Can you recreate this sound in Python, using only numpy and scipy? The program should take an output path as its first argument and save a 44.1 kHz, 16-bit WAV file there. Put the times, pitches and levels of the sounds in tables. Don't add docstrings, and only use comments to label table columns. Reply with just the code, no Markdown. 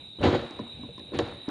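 import sys
import numpy as np
from scipy import signal
from scipy.fft import rfft, irfft, next_fast_len
from scipy.io import wavfile
from scipy.ndimage import map_coordinates

SR = 44100
rng = np.random.default_rng(int(sys.argv[2]) if len(sys.argv) > 2 else 0)


def unload_wav(signal):
    wavfile.write(
        sys.argv[1],
        SR,
        np.round(np.clip(np.atleast_2d(signal).T, -1, 1) * 32767).astype(np.int16),
    )


N = 66150


def amp(db):
    return 10 ** (np.asarray(db) / 20)


def unit(x):
    return x / np.sqrt(np.mean(x ** 2) + 1e-20)


def noise():
    return rng.standard_normal(N)


def along(points, hz):
    point_hz, value = np.transpose(points)
    return np.interp(np.log(hz + 1), np.log(point_hz + 1), value)


def curves(rows):
    seconds, *columns = np.transpose(rows)
    return [np.interp(np.arange(N) / SR, seconds, column, left=-120) for column in columns]


def wobble(rate):
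    knots = rng.standard_normal(int(N * rate / SR) + 4)
    return map_coordinates(knots, [np.arange(N) * rate / SR])


def filtered(x, response):
    size = next_fast_len(N + SR // 2)
    return irfft(rfft(x, size) * response(np.fft.rfftfreq(size, 1 / SR)), size)[..., :N]


def coloured(x, spectrum):
    below = (spectrum[0][0] * .9, -90)
    above = (spectrum[-1][0] * 1.06, -90)
    closed = [below, *spectrum, above]
    return unit(filtered(x, lambda hz: amp(along(closed, hz))))


def resonances(peaks):
    def response(f):
        total = 0
        for k, (centre, width, db) in enumerate(peaks):
            damping = 1j * f * width
            total = total + (-1) ** k * amp(db) * damping / (centre ** 2 - f ** 2 + damping)
        return total
    return response


def impulses(per_s, spread_db):
    happens = rng.random(N) < per_s / SR
    return happens * noise() * amp(spread_db * rng.exponential(size=N))


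# frequency in Hz, relative density in dB per Hz.
AIR = [(15, -47), (25, -24.5), (91, -1), (212, -6), (409, -11), (657, -16), (876, -16.5), (1270, -27),
       (1530, -23.5), (1950, -30), (2350, -16), (3400, -20.5), (4420, -47), (7480, -120)]
# time in seconds, level in dB before the random lumps.
AIR_LEVEL = [(0., -50), (.13, -56.5), (.3, -49), (1.5, -55)]
# frequency in Hz, relative density in dB per Hz.
HISS = [(2410, -45), (4100, -7), (4170, -19.5), (4660, -39), (4720, -35), (6290, -33.5), (8190, -30),
        (8750, -35), (10000, -29), (11000, -32), (14300, -66), (22000, -120)]
RUMBLE_HZ, HISS_DB = 172, -65.5


def air():
    far = amp(curves(AIR_LEVEL)[0]) * coloured(noise(), AIR)
    rumble = filtered(far, lambda hz: 1 / (1 + (hz / RUMBLE_HZ) ** 4))
    hiss = amp(HISS_DB) * coloured(noise(), HISS)
    lumps = amp(3 * wobble(14))
    steadier = amp(1.5 * wobble(8.4))
    return lumps * rumble + steadier * (far - rumble) + hiss


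# frequency in Hz, relative density in dB per Hz.
CHORUS = [(1940, -39.5), (3300, -27), (3430, -75), (3470, -0.5), (3680, 16), (3820, 20), (3940, 18),
          (4200, -41.5), (4300, -2.5), (5590, -65.5), (9460, -120)]
# time in seconds, level in dB before the random wobble.
CHORUS_LEVEL = [(0.0, -47.5), (0.442, -48.5), (0.976, -47), (1.16, -48.5), (1.5, -48)]


def cicadas():
    level_db, = curves(CHORUS_LEVEL)
    waver_db = 0.9 * wobble(22) + 0.68 * wobble(6.57)
    return amp(level_db + waver_db) * coloured(noise(), CHORUS)


# frequency in Hz, width in Hz, gain in dB for one pass.
KATYDID = [
    [(7550, 130, -1.5), (8960, 350, 0)],
    [(9630, 480, 2), (10300, 300, -7)],
]
# time in seconds, then each singer's level in dB before the swells.
SONG = [(0.0, -79, -77.5), (0.178, -80, -88), (0.274, -79, -70), (0.422, -77.5, -80), (0.784, -74, -83),
        (1.168, -84.5, -70), (1.186, -78.5, -73), (1.398, -83.5, -73.5), (1.5, -75, -73.5)]
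TICKS_HZ, TICK_S = (39.8, 32), (.705, .955)
SWELL_HZ, SWELL_S, SWELL_DB = 7.95, .705, 3.5


def katydids():
    t = np.arange(N) / SR
    swell_db = SWELL_DB * np.cos(2 * np.pi * SWELL_HZ * (t - SWELL_S))
    out = np.zeros(N)
    for peaks, song_db, rate_hz, peak_s in zip(KATYDID, curves(SONG), TICKS_HZ, TICK_S):
        wings = resonances(peaks)
        phase = 2 * np.pi * rate_hz * (t - peak_s) + 2 * wobble(9.6)
        ticks = unit(np.abs(0.61 + 0.42 * np.cos(phase)) ** 0.94)
        voice = unit(filtered(filtered(noise(), wings), wings))
        out += amp(song_db + swell_db + 3.5 * wobble(25)) * ticks * voice
    return out


# nominal frequency in Hz, relative level in dB, time to decay by 60 dB in seconds.
SHELL = [(98, -14, .12), (140, -16, .08), (236, 0, .14), (282, 0, .1), (322, -1, .09), (365, 0, .11),
         (472, 0, .09), (570, -2, .06), (750, -8, .05), (990, -8, .07), (1065, -8, .07), (1500, -12, .03),
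         (2250, -15, .025), (3050, -14, .04)]
UPPER_HZ = 680
# time in seconds, then relative levels in dB of
SCRAPE = [(.18, -65, -63, -83, -76, -93), (.19, -31, -71, -55, -73.5, -87),
          (.206, -28.5, -27.5, -49, -58, -77.5), (.226, -22, -32, -41, -50.5, -70),
          (.23, -32, -30.5, -36.5, -34.5, -54), (.243, -17, -25.5, -25.5, -33.5, -45),
          (.266, -17, -22, -28.5, -35.5, -48.5), (.295, -23, -26.5, -31.5, -40, -48.5),
          (.32, -25, -32, -37, -43, -54.5), (.35, -20.5, -26.5, -27, -39.5, -52),
          (.37, -28, -37.5, -38.5, -44.5, -55.5), (.4, -30, -38, -42, -48.5, -60.5),
          (.452, -34.5, -44.5, -45.5, -55, -65), (.5, -48, -72, -48, -58, -68),
          (.57, -45.5, -51, -54.5, -59, -72), (.62, -38.5, -38, -58, -58, -87),
          (.67, -55, -57, -56.5, -76, -95), (.75, -55.5, -45.5, -66.5, -67, -82),
          (.85, -49, -45.5, -82, -71, -92), (.94, -69, -46, -97, -88, -90),
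          (1., -46, -54.5, -64.5, -56.5, -81), (1.03, -57, -51.5, -91, -87, -98),
          (1.112, -47.5, -64, -82, -77, -94), (1.128, -32, -57, -61, -64, -86),
          (1.148, -32, -35, -40.5, -44.5, -59), (1.186, -39, -35, -52.5, -51, -68),
          (1.191, -18, -32, -31, -32, -51.5), (1.21, -27, -35.5, -37.5, -53.5, -55),
          (1.23, -32, -33, -45, -50.5, -63.5), (1.265, -33, -42.5, -44.5, -51, -65),
          (1.32, -40.5, -43.5, -48.5, -56.5, -71.5), (1.373, -45, -43, -56.5, -60.5, -75),
          (1.42, -53, -81, -62, -61.5, -89), (1.476, -55, -79, -57, -59, -86),
          (1.49, -55, -44, -37.5, -56, -85)]
# frequency in Hz, relative density in dB per Hz.
THUD = [(40, -29), (70, -8), (100, -8), (130, -5.5), (200, -12.5)]
RATTLE = [(500, -8), (700, 1), (1100, -4.5), (1500, -7), (2000, -18), (2400, -19)]
CRUNCH = [(1700, 2.5), (2100, -1.5), (3000, -2), (3900, -1.5), (4500, -7), (5200, -43)]
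GRIT = [(2710, -18), (4600, -1.5), (6020, -12.5), (6840, -9), (8290, -23.5), (9870, -28.5), (10400, -35),
        (11000, -22), (14300, -74), (22000, -120)]
THUD_HZ, THUD_ROUGH = 96.88, 0.58
NOTE_DB = -32


def grains():
    return impulses(8000, spread_db=1.2)


def scrape():
    body_db, thud_db, rattle_db, crunch_db, grit_db = curves(SCRAPE)
    low_modes = [(hz, np.log(1000) / np.pi / t60, db) for hz, db, t60 in SHELL if hz < UPPER_HZ]
    ring = resonances(low_modes)
    contacts = unit(impulses(2500, spread_db=1.2))
    body = filtered(amp(body_db - 6) * contacts, ring) / np.std(filtered(contacts, ring))

    phase = 2 * np.pi * np.cumsum(THUD_HZ * (1 + 0.043 * wobble(25.47))) / SR
    note_gain = 1 / (1 + amp(2 * (NOTE_DB - thud_db)))
    thud = amp(thud_db) * (note_gain * np.sin(phase) + THUD_ROUGH * coloured(noise(), THUD))

    rattle = amp(rattle_db + 0.39 * wobble(90)) * coloured(grains(), RATTLE)
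    bursts_db = 0.94 * wobble(120)
    crunch = amp(crunch_db + 2 + bursts_db) * coloured(grains(), CRUNCH)
    grit = amp(grit_db + bursts_db) * coloured(grains(), GRIT)
    return body + thud + rattle + crunch + grit


# start in seconds, relative level in dB, low pitch struck most
# in Hz, upper pitch struck most in Hz, relative upper-mode level in dB, relative crack level in dB.
KNOCKS = [(0.186, -34, 339, 900, -16, -31), (.195, -29.5, 282, 3020, -2, -31),
          (.215, -22, 474, 750, -10, -16), (.228, -25.5, 524, 1500, 5, -9.5),
          (0.238, -9, 362, 730, -8, -18.5), (.252, -14.5, 237, 710, -27, -27),
          (.260, -22.5, 222, 970, -2.5, -19), (.267, -16, 233, 1070, -19, -18.5),
          (.277, -17.5, 364, 900, -19, -24), (0.288, -14, 351, 903, -33, -31),
          (0.31, -23.5, 400, 896, -10, -21), (.329, -16, 371, 975, -20, -24),
          (0.338, -17, 540, 763, -9, -25), (.346, -20, 389, 1065, -6, -24), (.354, -25, 546, 1280, -4, -24),
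          (0.509, -33.5, 292, 1110, -18, -4.5), (.592, -24, 565, 946, -5.5, -18.5),
          (.598, -22, 263, 1500, -20, -27), (0.617, -27, 228, 1060, -37, -32),
          (.636, -30, 230, 750, -13, -32), (.666, -49, 475, 990, 2, -21), (0.692, -42, 236, 766, -6, -31),
          (0.793, -29, 220, 690, -13, -19), (.834, -26.5, 222, 936, -15, -28),
          (.841, -29, 236, 760, -12, -24), (.858, -41.5, 235, 990, -22, -13),
          (.890, -33, 483, 740, -23, -27), (0.98, -36, 296, 1065, -6, -7),
          (.995, -39.5, 307, 760, -9, -4.5), (1.014, -36, 285, 1050, -31, -26),
          (1.12, -27.5, 385, 1290, -12.5, -31), (1.135, -25, 280, 940, -11, -18.5),
          (1.145, -24, 376, 1065, -18, -15.5), (1.153, -23.5, 286, 750, -12, -20),
          (1.16, -34.5, 384, 1070, -7, -18), (1.189, -17, 377, 3050, -5, 0.5),
          (1.189, -22, 580, 1150, -2, -20), (1.195, -17.5, 370, 747, -2.5, -22),
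          (1.207, -21.5, 312, 750, -15, -37), (1.276, -29, 404, 745, -4, -14),
          (1.482, -21, 266, 900, -10.5, -30), (1.489, -22, 286, 2200, -18, -12)]
FOCUS_DB, UPPER_FOCUS_DB = 70, 90
SCATTER_DB, DETUNE = 1.5, .01
RISE_CYCLES, CRACK_T60 = 0.49, 0.0061


def knocks():
    out = np.zeros(N + SR)
    t = np.arange(SR // 4) / SR
    hz, level_db, t60 = np.transpose(SHELL)
    crack_band = signal.butter(3, [600, 5200], 'band', fs=SR, output='sos')
    for start, db, struck_hz, upper_hz, upper_db, crack_db in KNOCKS:
        low_share = -FOCUS_DB * np.log2(hz / struck_hz) ** 2
        upper_share = upper_db + 7.5 - UPPER_FOCUS_DB * np.log2(hz / upper_hz) ** 2
        share_db = np.where(hz < UPPER_HZ, low_share, upper_share)
        gain = amp(level_db + share_db + rng.normal(0, SCATTER_DB, len(hz)))
        pitch = hz[:, None] * (1 + DETUNE * rng.standard_normal((len(hz), 1)))
        decay = amp(-60 * t / t60[:, None])
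        rise = 1 - np.exp(-t * hz[:, None] / RISE_CYCLES)
        ring = gain @ (decay * np.sin(2 * np.pi * pitch * t) * rise)
        burst = signal.sosfilt(crack_band, rng.standard_normal(len(t)))
        crack = amp(crack_db + 6 - 60 * t / CRACK_T60) * burst
        first = round(start * SR)
        out[first:first + len(t)] += amp(db - 4.0) * (ring + crack)
    return out[:N]


# frequency in Hz, level of the side signal relative to the mid in dB.
SIDE_AIR = [(100, -16.5), (1000, -8.5), (2500, -10.5), (3800, -10.5), (4500, -12.5), (5000, -29),
            (10000, -25)]
SIDE_TRUCK = [(100, -29), (700, -28.5), (1500, -14.5), (3000, -15.5), (4500, -25.5), (5000, -41),
              (10000, -40.5)]
SCATTER_HZ, SCATTER_DELAY_S = 80, .006


def spread(x, side):
    turns = rng.uniform(0, 2 * np.pi, SR // SCATTER_HZ)

    def response(hz):
        scatter = np.interp(hz / SCATTER_HZ, np.arange(len(turns)), turns)
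        phase = scatter - 2 * np.pi * hz * SCATTER_DELAY_S
        return amp(along(side, hz)) * np.exp(1j * phase)

    difference = filtered(x, response)
    return np.array([x + difference, x - difference])


def scene():
    surroundings = air() + cicadas() + katydids()
    truck = scrape() + knocks()
    return spread(surroundings, SIDE_AIR) + spread(truck, SIDE_TRUCK)


FADE_HZ, TOP_HZ = 10440, 10950


def record(dry):
    def response(hz):
        fade = np.clip((hz - FADE_HZ) / (TOP_HZ - FADE_HZ), 0, 1)
        return (hz < TOP_HZ) * amp(-12 * fade ** 2)
    return filtered(dry, response)


dry = scene()
out = record(dry)
unload_wav(out)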